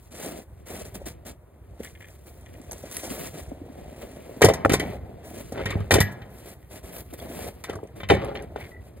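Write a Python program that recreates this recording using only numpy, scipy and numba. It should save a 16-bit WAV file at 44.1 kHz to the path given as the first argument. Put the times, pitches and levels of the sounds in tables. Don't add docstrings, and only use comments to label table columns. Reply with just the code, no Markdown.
import sys
import numpy as np
from scipy import signal
from scipy.fft import rfft, irfft
from scipy.io import wavfile
from scipy.ndimage import uniform_filter1d
from numba import njit

SR = 44100
rng = np.random.default_rng(int(sys.argv[2]) if len(sys.argv) > 2 else 0)


def transcribe(u):
    v = np.clip(np.atleast_2d(u).T, -1, 1)
    q = np.round(v * 32767).astype(np.int16)
    wavfile.write(sys.argv[1], SR, q)


N = 396900


def amp(db):
    return 10 ** (np.asarray(db) / 20)


def rms_one(x):
    return x / np.sqrt(np.mean(x ** 2) + 1e-20)


def in_time(rows):
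    s, *columns = np.transpose(rows)
    return [np.interp(np.arange(N) / SR, s, column) for column in columns]


def at_hz(points, hz, column=1):
    points = np.array(points)
    return np.interp(np.log(np.maximum(hz, 1)), np.log(points[:, 0]), points[:, column])


def colour(x, spectrum):
    gain = amp(at_hz(spectrum, np.fft.rfftfreq(N, 1 / SR)))
    return irfft(rfft(x) * rms_one(gain), N)


def band_pass(x, low_hz, high_hz):
    return signal.sosfilt(signal.butter(2, [low_hz, high_hz], "band", fs=SR, output="sos"), x)


def high_pass(x, hz):
    return signal.sosfilt(signal.butter(2, hz, "high", fs=SR, output="sos"), x)


def drift(rate_hz):
    r = np.exp(-80 * np.pi * rate_hz / SR)
    noise = rng.standard_normal(N // 40 + 2002)
    slow = signal.lfilter([1], [1, -2 * r, r * r], noise)[2000:]
    return np.interp(np.arange(N) / 40, np.arange(len(slow)), rms_one(slow))


def grains(per_s, spread_db):
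    sizes = amp(spread_db * np.minimum(rng.exponential(1, N), 4)) * rng.standard_normal(N)
    return rms_one(sizes * (rng.random(N) < per_s / SR))


def clicks(times, gains):
    out = np.full(N, 1e-18)
    out[np.round(np.asarray(times) * SR).astype(int)] = gains
    return out


def ring(x, hz, t60):
    r, w = amp(-60 / (t60 * SR)), 2 * np.pi * hz / SR
    return signal.lfilter([0, np.sin(w)], [1, -2 * r * np.cos(w), r * r], x)


def strike(times, db, modes, scatter_db):
    chance = rng.standard_normal((len(times), len(modes), 2))
    gains = amp(db[:, None] + scatter_db * chance[..., 0]) * np.sign(chance[..., 1])
    out = 0
    for k, (hz, level_db, t60) in enumerate(modes):
        out = out + amp(level_db) * ring(clicks(times, gains[:, k]), hz, t60)
    return out


def burst(times, db, spectrum, t60):
    envelope = signal.lfilter([1], [1, -amp(-60 / (t60 * SR))], clicks(times, amp(db)))
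    return envelope * colour(rng.standard_normal(N), spectrum)


def add(out, s, sound):
    start = round(s * SR)
    out[start:start + len(sound)] += sound[:N - start]


def pop(db, hz, rise):
    t = np.arange(round(8 * rise * SR)) / SR
    return amp(db) * np.sin(2 * np.pi * hz * t) * t / rise * np.exp(1 - t / rise)


# t/s, level/dB
WIND = [(0, -50), (1.03, -43.5), (1.45, -52), (1.75, -45.5), (2.08, -49), (2.85, -45), (3.23, -45),
        (3.81, -45), (4.6, -49.5), (4.81, -31.5), (5.26, -45), (5.81, -35.5), (6.0, -47), (6.31, -48),
        (7.42, -43), (7.79, -50.5), (8.2, -31.5), (8.4, -43), (9, -44)]
# f/Hz, relative level/dB
RUMBLE = [(12, -59), (20, -31), (38, -16), (59, 1.5), (162, -15), (258, -33), (285, -28), (400, -22),
          (520, -62.5), (880, -120)]
AIR = [(150, 7), (500, 7), (1000, 2), (2000, -7.5), (4000, -24.5), (9000, -16), (16000, -17)]
AIR_DB = -62


def wind():
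    rumble_db = in_time(WIND)[0] + 2 * drift(23)
    rumble = colour(rng.standard_normal(N), RUMBLE) * amp(rumble_db)
    return rumble + amp(AIR_DB) * colour(rng.standard_normal(N), AIR)


# t/s, swish level/dB, crunch level/dB
DRAG = [(0, -63, -62), (.5, -73, -62), (1.0, -61, -48.5), (1.4, -93, -61.5), (1.8, -68, -55.5),
        (2.1, -64, -62.5), (2.6, -62, -50), (3.0, -45.5, -60), (3.45, -52.5, -49), (3.55, -69.5, -48.5),
        (4.05, -56.5, -44.5), (4.4, -58.5, -45), (5.05, -84, -45), (5.45, -55, -50), (6.2, -71.5, -47.5),
        (6.65, -68, -60.5), (7.5, -59, -51.5), (7.9, -74.5, -53.5), (8.3, -80.5, -43.5), (9, -74, -58)]
# t/s, length/s, swish level/dB, crunch level/dB, change over the stroke/dB
STROKES = [(.045, .012, -51, -69, -6), (0.103, .16, -50, -50, 13), (0.263, .16, -42, -36, -11),
           (0.57, 0.04, -59, -62, -11), (0.656, 0.054, -42, -44, -8), (0.69, 0.13, -43.5, -40, -1),
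           (0.843, 0.044, -40.5, -38.5, -12), (.94, 0.019, -33.5, -31, -10.5),
           (1.054, 0.065, -35.5, -36, -16), (1.248, 0.062, -44, -41.5, -4.5),
           (1.788, 0.023, -54.5, -41.5, -0.5), (1.821, 0.12, -45, -50.5, -16.5),
           (1.99, 0.17, -59.5, -57, -2.5), (2.256, 0.048, -50, -47, -7.5), (2.707, 0.13, -46, -42, -17.5),
           (2.826, .08, -63, -41.5, -5), (2.904, 0.098, -42, -48.5, 3.5), (3.018, 0.26, -41, -39, 0.5),
           (3.326, 0.083, -46.5, -41.5, -1), (4.005, 0.038, -46.5, -34.5, -5),
           (4.803, 0.16, -53, -29.5, -9), (5.225, .1, -55, -51.5, 4), (5.33, 0.08, -51, -46.5, 5),
           (6.11, 0.015, -45, -53, -7), (6.288, 0.16, -63.5, -63, 11), (6.45, 0.085, -46, -42.5, -9),
           (6.697, 0.087, -51, -47.5, 2.5), (6.823, 0.091, -51.5, -47.5, 2.5),
           (6.919, 0.091, -45.5, -45.5, 0.5), (7.092, 0.017, -53.5, -49, 2), (7.123, 0.017, -45.5, -38, -1),
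           (7.174, 0.021, -47, -44, 0.5), (7.207, 0.067, -48.5, -36, -5), (7.273, 0.18, -48.5, -43, 6.5),
           (7.463, 0.02, -42.5, -32.5, -1), (7.952, 0.07, -54.5, -43.5, -5.5), (8.232, .04, -64, -37.5, -5),
           (8.339, 0.021, -57.5, -32, -3), (8.418, .025, -68, -34, -5), (8.572, .025, -60, -39.5, -2),
           (8.59, 0.13, -57, -51, -2), (8.804, 0.082, -66.5, -57, 5.5), (8.956, .035, -62, -52.5, -6)]
STROKE_ATTACK_S, STROKE_RELEASE_S = 0.015, 0.034


def stroke_levels():
    swish, crunch = amp(in_time(DRAG)) ** 2
    for s, length, swish_db, crunch_db, change_db in STROKES:
        t = np.arange(round((length + 3 * STROKE_RELEASE_S) * SR)) / SR
        slope_db = change_db * np.minimum(t / length, 1)
        release_db = 20 * np.maximum(t - length, 0) / STROKE_RELEASE_S
        power = (amp(slope_db - release_db) * np.minimum(t / STROKE_ATTACK_S, 1)) ** 2
        add(swish, s, amp(swish_db) ** 2 * power)
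        add(crunch, s, amp(crunch_db) ** 2 * power)
    return 10 * np.log10(swish), 10 * np.log10(crunch)


# f/Hz, relative level/dB
SWISH = [(2500, -4), (4500, -5), (6500, -1.5), (9500, -1.5), (13000, -7), (16000, -3.5)]
SLEEVE = [(2500, -2), (4000, -4), (6500, -3.5), (9500, -0.5), (12500, -1), (16000, -3.5)]
RASP = [(600, 4.5), (1000, 1), (1500, 0), (2000, 3.5), (2700, -0.5), (4500, -8.5), (7000, -30)]
CRUNCH = [(90, -12), (160, 4), (350, 3), (700, 2.5), (1000, -17.5), (1600, -36)]
SLEEVE_FROM_S = 6.25
RASP_BELOW_DB, RASP_SHARE = 6.5, 0.3


def snow_motion():
    swish_db, crunch_db = stroke_levels()
    rasp_db = RASP_SHARE * swish_db + (1 - RASP_SHARE) * crunch_db - RASP_BELOW_DB
    clumps = drift(36)
    fine = grains(16000, spread_db=2.0)
    before_sleeve = np.arange(N) < SLEEVE_FROM_S * SR
    swish = np.where(before_sleeve, colour(fine, SWISH), colour(fine, SLEEVE))
    sheen = high_pass(swish, 9500) * 0.4 * drift(9)
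    swish = (swish + sheen) * amp(swish_db + 1.87 * clumps)
    rasp = colour(grains(6000, spread_db=0.0), RASP)
    rasp *= amp(rasp_db + 0.47 * clumps + 0.22 * drift(30))
    crunch = colour(grains(2200, spread_db=1.0), CRUNCH)
    crunch *= amp(crunch_db + 0.44 * clumps + 0.57 * drift(25))
    return swish + rasp + crunch


# t/s, level/dB before a common offset, f/Hz
CRUST = [(0.265, -21.5, 300), (0.956, -31, 186), (1.016, -25, 560), (1.068, -24.5, 285),
         (1.799, -27.5, 220), (1.802, -22.5, 460), (2.598, -29.5, 271), (2.695, -28, 605),
         (2.838, -23.5, 585), (3.049, -24, 320), (3.108, -20, 251), (3.334, -29.5, 152),
         (3.394, -26.5, 650), (3.517, -22, 264), (3.516, -25, 620), (3.615, -24.5, 294),
         (3.696, -30.5, 265), (4.294, -23.5, 505), (4.368, -26.5, 268), (7.128, -28.5, 287),
         (7.299, -26.5, 276), (7.39, -22, 694), (7.466, -25, 536)]


def crust():
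    out = np.zeros(N)
    for s, db, hz in CRUST:
        add(out, s, pop(db - 6.0, hz, 1.0 / hz))
    return out


# t/s, links level/dB, hook level/dB, before common offsets
CLINKS = [(1.833, -46, -43), (1.8473, -36, -38), (1.872, -60, -43), (1.9518, -67, -44.5),
          (2.0064, -68, -40.5), (2.026, -61, -40), (2.054, -63, -48), (2.085, -54.5, -49),
          (2.4104, -55.5, -65), (2.461, -58, -43.5), (2.54, -55, -47), (2.616, -47.5, -60),
          (2.6534, -65, -70), (2.712, -32.5, -63), (2.7188, -32, -59), (2.7304, -34.5, -60),
          (2.781, -42, -57), (2.9137, -35, -48), (2.9237, -39, -57), (2.9677, -24.5, -36),
          (4.0004, -56, -61), (6.628, -69, -57), (6.646, -71, -61), (7.137, -40, -59), (7.2004, -75, -56),
          (7.756, -49, -56), (7.836, -55, -61), (7.873, -57, -56), (7.97, -59, -65), (8.247, -44, -60),
          (8.36, -60, -48), (8.372, -69, -32), (8.423, -47, -62)]
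# f/Hz, level/dB, t60/s
LINKS = [(6170, 9.5, 0.023), (7660, 9, 0.014), (8370, -2, 0.098), (9300, -18, 0.033), (11170, 8, 0.044),
         (12600, -14.5, 0.054), (13700, -12, 0.015)]
HOOK = [(1750, -9, .035), (1900, -8, .04), (2100, -7, .03), (2400, -8, .022), (2900, -10, .018),
        (3200, -11, .02), (3450, -13, .02)]
# f/Hz, relative level/dB
CRACK = [(1000, 13), (2500, -0.5), (5000, 10), (10000, 5.5), (16000, -5)]
HOOK_RATTLE_S = .03


def chain():
    s, links_db, hook_db = np.transpose(CLINKS)
    ticks = burst(s, links_db - 2, CRACK, t60=.018)
    links = strike(s, links_db - 13, LINKS, scatter_db=5.)
    later = rng.random((len(s), 4)) * [0, 1, 1, 1]
    touches = s[:, None] + HOOK_RATTLE_S * later
    touch_db = hook_db[:, None] - 8 * later
    return ticks + links + strike(touches.ravel(), touch_db.ravel(), HOOK, scatter_db=3.0)


# t/s, level/dB, f/Hz
CLACKS = [(4.649, -8, 1310), (4.658, -16, 1340), (5.729, -36, 1190), (5.808, -44, 1220), (5.982, -28, 1640),
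          (7.199, -44, 3390), (7.734, -40, 1230), (7.756, -39.5, 1126), (7.787, -43, 915),
          (8.289, -55, 3340), (8.355, -51, 3080), (8.371, -43, 3220)]
# multiple of the clack's f, level/dB
CUP = [(1.001, 3), (1.329, -2), (1.8, -9.5)]
CLACK_RISE_S, CLACK_SHARPENS = .0022, .028


def clacks():
    out = np.zeros(N)
    for s, db, hz in CLACKS:
        rise = CLACK_RISE_S * np.exp(-CLACK_SHARPENS * (db + 40))
        for multiple, mode_db in CUP:
            add(out, s, pop(db + mode_db, multiple * hz, rise))
    return out


# t/s, level/dB
LATCH_FREE = [(6.008, -22), (6.217, -56)]
# f/Hz, level/dB, t60/s
LATCH = [(1680, -9, .4), (1728, -11, .3), (1857, -3, .18), (1900, -8, .12), (1960, 0, .2), (2050, -6, .1),
         (13050, -10, .16)]
# t/s, rise/s, level/dB before wavering, f/Hz
SQUEAK = (8.712, .022, -50, 1965)


def latch():
    s, db = np.transpose(LATCH_FREE)
    out = strike(s, db, LATCH, scatter_db=1.)
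    at, rise, squeak_db, hz = SQUEAK
    squeak = pop(squeak_db, hz, rise)
    add(out, at, squeak * amp(7.2 * drift(60)[:len(squeak)]))
    return out


@njit
def glide(x, hz, r, sr):
    out = np.zeros(len(x))
    for i in range(2, len(x)):
        feedback = 2 * r * np.cos(2 * np.pi * hz[i] / sr) * out[i - 1] - r * r * out[i - 2]
        out[i] = x[i] - x[i - 2] + feedback
    return out


# t/s, groan level/dB, squeal level/dB before the mix of squeal and rasp, squeal centre f/Hz
GRATING = [
    [(5.52, -42, -42.5, 1476), (5.604, -27, -30.5, 1310), (5.64, -38, -35.5, 2200),
     (5.714, -39, -26.5, 2040), (5.774, -34, -43, 1760), (5.802, -41, -40, 1130), (5.854, -45, -48, 1440),
     (5.892, -71, -48, 1100), (5.9, -27, -63, 1085)],
    [(7.66, -70, -52, 1715), (7.69, -38.5, -34, 1450), (7.796, -43, -60, 1063), (7.822, -56, -69, 1060),
     (7.84, -45, -55, 1070), (7.86, -40, -68, 1316)],
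    [(8.15, -19, -28, 1366), (8.188, -38.5, -34, 1320), (8.254, -31, -33.5, 1150),
     (8.326, -38, -43.5, 1360), (8.342, -48, -53, 1780), (8.37, -36, -35, 1980), (8.4, -40, -46, 1820),
     (8.45, -50, -49.5, 1130)],
    [(8.55, -64, -55, 1250), (8.564, -38, -41.5, 1290), (8.586, -60, -44, 1440), (8.618, -63, -35, 2280),
     (8.664, -56, -41, 2180), (8.7, -58, -51, 1410)],
]
# f/Hz, level/dB, t60/s
TONGUE = [(292, -6.5, 0.022), (360, -20, 0.014), (422, 7, 0.067), (447, 3, 0.037), (534, -7.5, 0.11),
          (551.5, 4.5, 0.055), (650, -2.5, 0.1), (696, -7, 0.11), (778.6, 1, 0.064)]


def grating():
    groan_db, squeal_db, squeal_hz = in_time(np.concatenate(GRATING))
    t = np.arange(N) / SR
    contact = sum((t > rows[0][0]) & (t < rows[-1][0]) for rows in GRATING) * 1.
    touching = uniform_filter1d(contact, size=400)
    slips = grains(1200, spread_db=-0.5)
    hum = sum(amp(db) * ring(slips, hz, 1.4 * t60) for hz, db, t60 in TONGUE)
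    groan = rms_one(band_pass(hum, low_hz=208, high_hz=1200))
    squeal = rms_one(glide(slips, squeal_hz, np.exp(-np.pi * 180 / SR), SR))
    rough = colour(slips, RASP)
    return touching * (amp(groan_db) * groan + amp(squeal_db) * (0.19 * squeal + 0.28 * rough))


def clank(db, hz, t60, noise):
    t = np.arange(len(noise)) / SR
    band = rms_one(band_pass(noise, hz / 1.5, hz * 1.5))
    return amp(db - 60 * t / t60) * np.minimum(t / 0.003, 1) * band


# f/Hz, level/dB before a common offset, t60/s
AFTER = [(55, -32, .8), (95, -11.5, .9), (156, -21, 1.), (290, -31.5, 0.89), (456, -41.5, .9),
         (760, -31, .9), (1300, -33.5, 1), (2070, -23.5, 0.41), (4000, -27.5, 0.32), (12000, -33, 0.15)]


def panels(x):
    t, tail = np.arange(SR) / SR, 0
    edges = 50 * 2 ** np.arange(0, 8.4, .5)
    for low, high in zip(edges, edges[1:]):
        band = band_pass(rng.standard_normal(SR), low, high)
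        hz = np.sqrt(low * high)
        decay_db = 60 * t / at_hz(AFTER, hz, column=2)
        tail = tail + band * amp(at_hz(AFTER, hz) - decay_db)
    return signal.fftconvolve(x, tail * np.minimum(t / 0.0099, 1))[:N]


# t/s, knock level/dB, knock f/Hz, frame boom level/dB, clank level/dB, crack level/dB
BLOWS = [(4.41, -22.5, 860, -52, -34, -43), (4.418, -7.5, 477, -42, -14.5, -16),
         (4.421, -16, 368, -20, -12, -35), (4.436, -10.5, 290, -34.5, -35, -24),
         (4.442, -2, 438, -22, -22, -31), (4.446, -17, 268, -8.5, -27, -13),
         (4.453, -3.5, 435, -14, -19.5, -50), (4.462, -9, 376, -38, -40, -51),
         (4.486, -5.5, 537, -40, -21, -26), (4.5, -9, 630, -24, -50, -64), (4.51, -14, 407, -48, -42, -61),
         (4.537, -44, 283, -33, -31, -28), (4.65, -12, 272, -19.5, -40, -35),
         (4.658, -7, 600, -59, -68, -78), (4.695, -14, 277, -47, -19, -27.5),
         (4.714, -15.5, 298, -17.5, -24.5, -55), (4.72, -18, 413, -21, -45, -25.5),
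         (4.733, -42, 289, -45, -20.5, -23.5), (4.737, -10, 382, -39, -18, -20.5),
         (4.797, -22, 313, -38, -23.5, -29), (5.522, -24.5, 268, -72, -47, -39),
         (5.657, -40, 408, -25, -23, -34), (5.705, -36, 300, -28, -26.5, -36),
         (5.575, -23.5, 420, -43, -34, -58), (5.61, -26.5, 507, -31, -37.5, -58),
         (5.754, -22.5, 395, -18, -82, -70), (5.803, -32, 520, -22.5, -47, -52),
         (5.908, -12, 770, -30, -10.5, -21), (5.917, -8, 470, -18, -20, -17.5),
         (5.93, -14, 290, -32, -27, -42), (5.939, -13, 400, -12, -15, -14),
         (5.955, -0.5, 427, -22, -21, -31), (5.984, -11.5, 367, -39, -26, -37),
         (6.004, -30, 400, -12.5, -17, -15), (6.217, -42, 286, -34, -40, -67),
         (7.639, -53, 516, -58, -31, -34.5), (7.696, -25.5, 455, -38, -35.5, -41),
         (7.731, -30, 547, -35, -53, -48), (7.754, -35, 280, -31, -59, -49),
         (7.831, -28, 420, -39, -65, -70), (8.001, -30, 405, -50, -35.5, -75),
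         (8.032, -30.5, 785, -31, -32, -70), (8.088, -31, 455, -40, -24, -37),
         (8.099, -9.5, 745, -15.5, -11, -41), (8.104, -6, 787, -28, -21, -38),
         (8.11, -8, 440, -24, -26, -44), (8.12, -5.5, 397, -44, -40, -40), (8.135, -14, 390, -16, -27, -48),
         (8.148, -35, 700, -31, -32, -45.5), (8.352, -37, 440, -41, -31.5, -59),
         (8.56, -21.5, 770, -59, -38.5, -53.5)]
# f/Hz, level/dB (coupler: before a common offset), t60/s
FRAME = [(78, -9, .14), (101, 0, .2), (135, -8, .1), (160, -4, .08), (195, -11, .3)]
COUPLER = [(1071, -8, 0.06), (1123, -7.5, 0.014), (1380, -10, 0.013), (1788, -13, 0.048), (1885, -13, .1),
           (1960, -15, .12), (2085, -14.5, 0.12), (2240, -15, 0.09), (2370, -18, 0.08), (2975, -7, .045),
           (3180, -5, 0.045), (3520, -3, 0.05), (4080, -16, .03)]
KNOCK_OVERTONE, OVERTONE_DB = 1.75, -9
KNOCK_RISE_CYCLES, CLANK_HZ, CLANK_T60_S = 0.66, 1900, 0.063


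def steel():
    s, knock_db, _, boom_db, _, crack_db = np.transpose(BLOWS)
    knocks, clanks = np.zeros(N), np.full(N, 1e-18)
    grit = rng.standard_normal((len(s), SR // 5))
    for (at, knock, knock_hz, _, clank_db, _), noise in zip(BLOWS, grit):
        rise = KNOCK_RISE_CYCLES / knock_hz
        add(knocks, at, pop(knock, knock_hz, rise))
        add(knocks, at, pop(knock + OVERTONE_DB, KNOCK_OVERTONE * knock_hz, rise))
        add(clanks, at, clank(clank_db, CLANK_HZ, CLANK_T60_S, noise))
    hum = band_pass(strike(s, knock_db - 15.0, TONGUE, scatter_db=2.5), low_hz=217, high_hz=1090)
    coupler = 0
    for k, (hz, db, t60) in enumerate(COUPLER):
        coupler = coupler + amp(db) * ring(clanks, hz, t60) * (-1) ** k
    cracks = burst(s, crack_db, CRACK, t60=0.073)
    hit = knocks + hum + clanks + amp(-30.5) * coupler + cracks
    pushes = clicks(s, amp(boom_db))
    boom = sum(amp(db) * ring(pushes, hz, t60) for hz, db, t60 in FRAME)
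    boom = band_pass(boom, low_hz=54, high_hz=280)
    return hit + boom + amp(-18.0) * panels(hit)


# f/Hz, left lead/rad
PHASE = [(0, 0), (780, 1.3), (1150, -.3), (1850, 0), (2760, -2.2), (3800, -.9), (4570, -1.8), (5400, -3.14),
         (6370, -4.3), (8400, -5.), (10400, -6.2), (17000, -6.3)]
# f/Hz, level/dB
WAVER = [(60, -14), (300, -13), (1000, -9), (2800, -12), (4500, -22), (7000, -22), (10000, -17),
         (16000, -18)]
# f/Hz, left minus right/dB
SIDES = [(60, -0.5), (180, -1), (550, 1), (1650, 2), (4970, 1), (15000, 0)]


def stereo(x):
    hz = np.fft.rfftfreq(N, 1 / SR)
    side = np.array([[1], [-1]])
    waver = 1j * side * rfft(x * drift(35)) * amp(at_hz(WAVER, hz))
    offset = np.exp(.5j * side * np.interp(hz, *np.transpose(PHASE)))
    balance = amp(side * at_hz(SIDES, hz) / 2)
    return irfft((rfft(x) + waver) * offset * balance, N)


def scene():
    background = wind() + snow_motion() + crust()
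    metal = chain() + clacks() + latch() + grating() + steel()
    return stereo(background + metal)


MIC_LOW_HZ, CUTOFF_HZ = 59, 16620


def record(dry):
    rounded = np.tanh(high_pass(dry, MIC_LOW_HZ))
    return signal.sosfilt(signal.cheby2(14, 70, CUTOFF_HZ, fs=SR, output="sos"), rounded)


dry = scene()
out = record(dry)
transcribe(out)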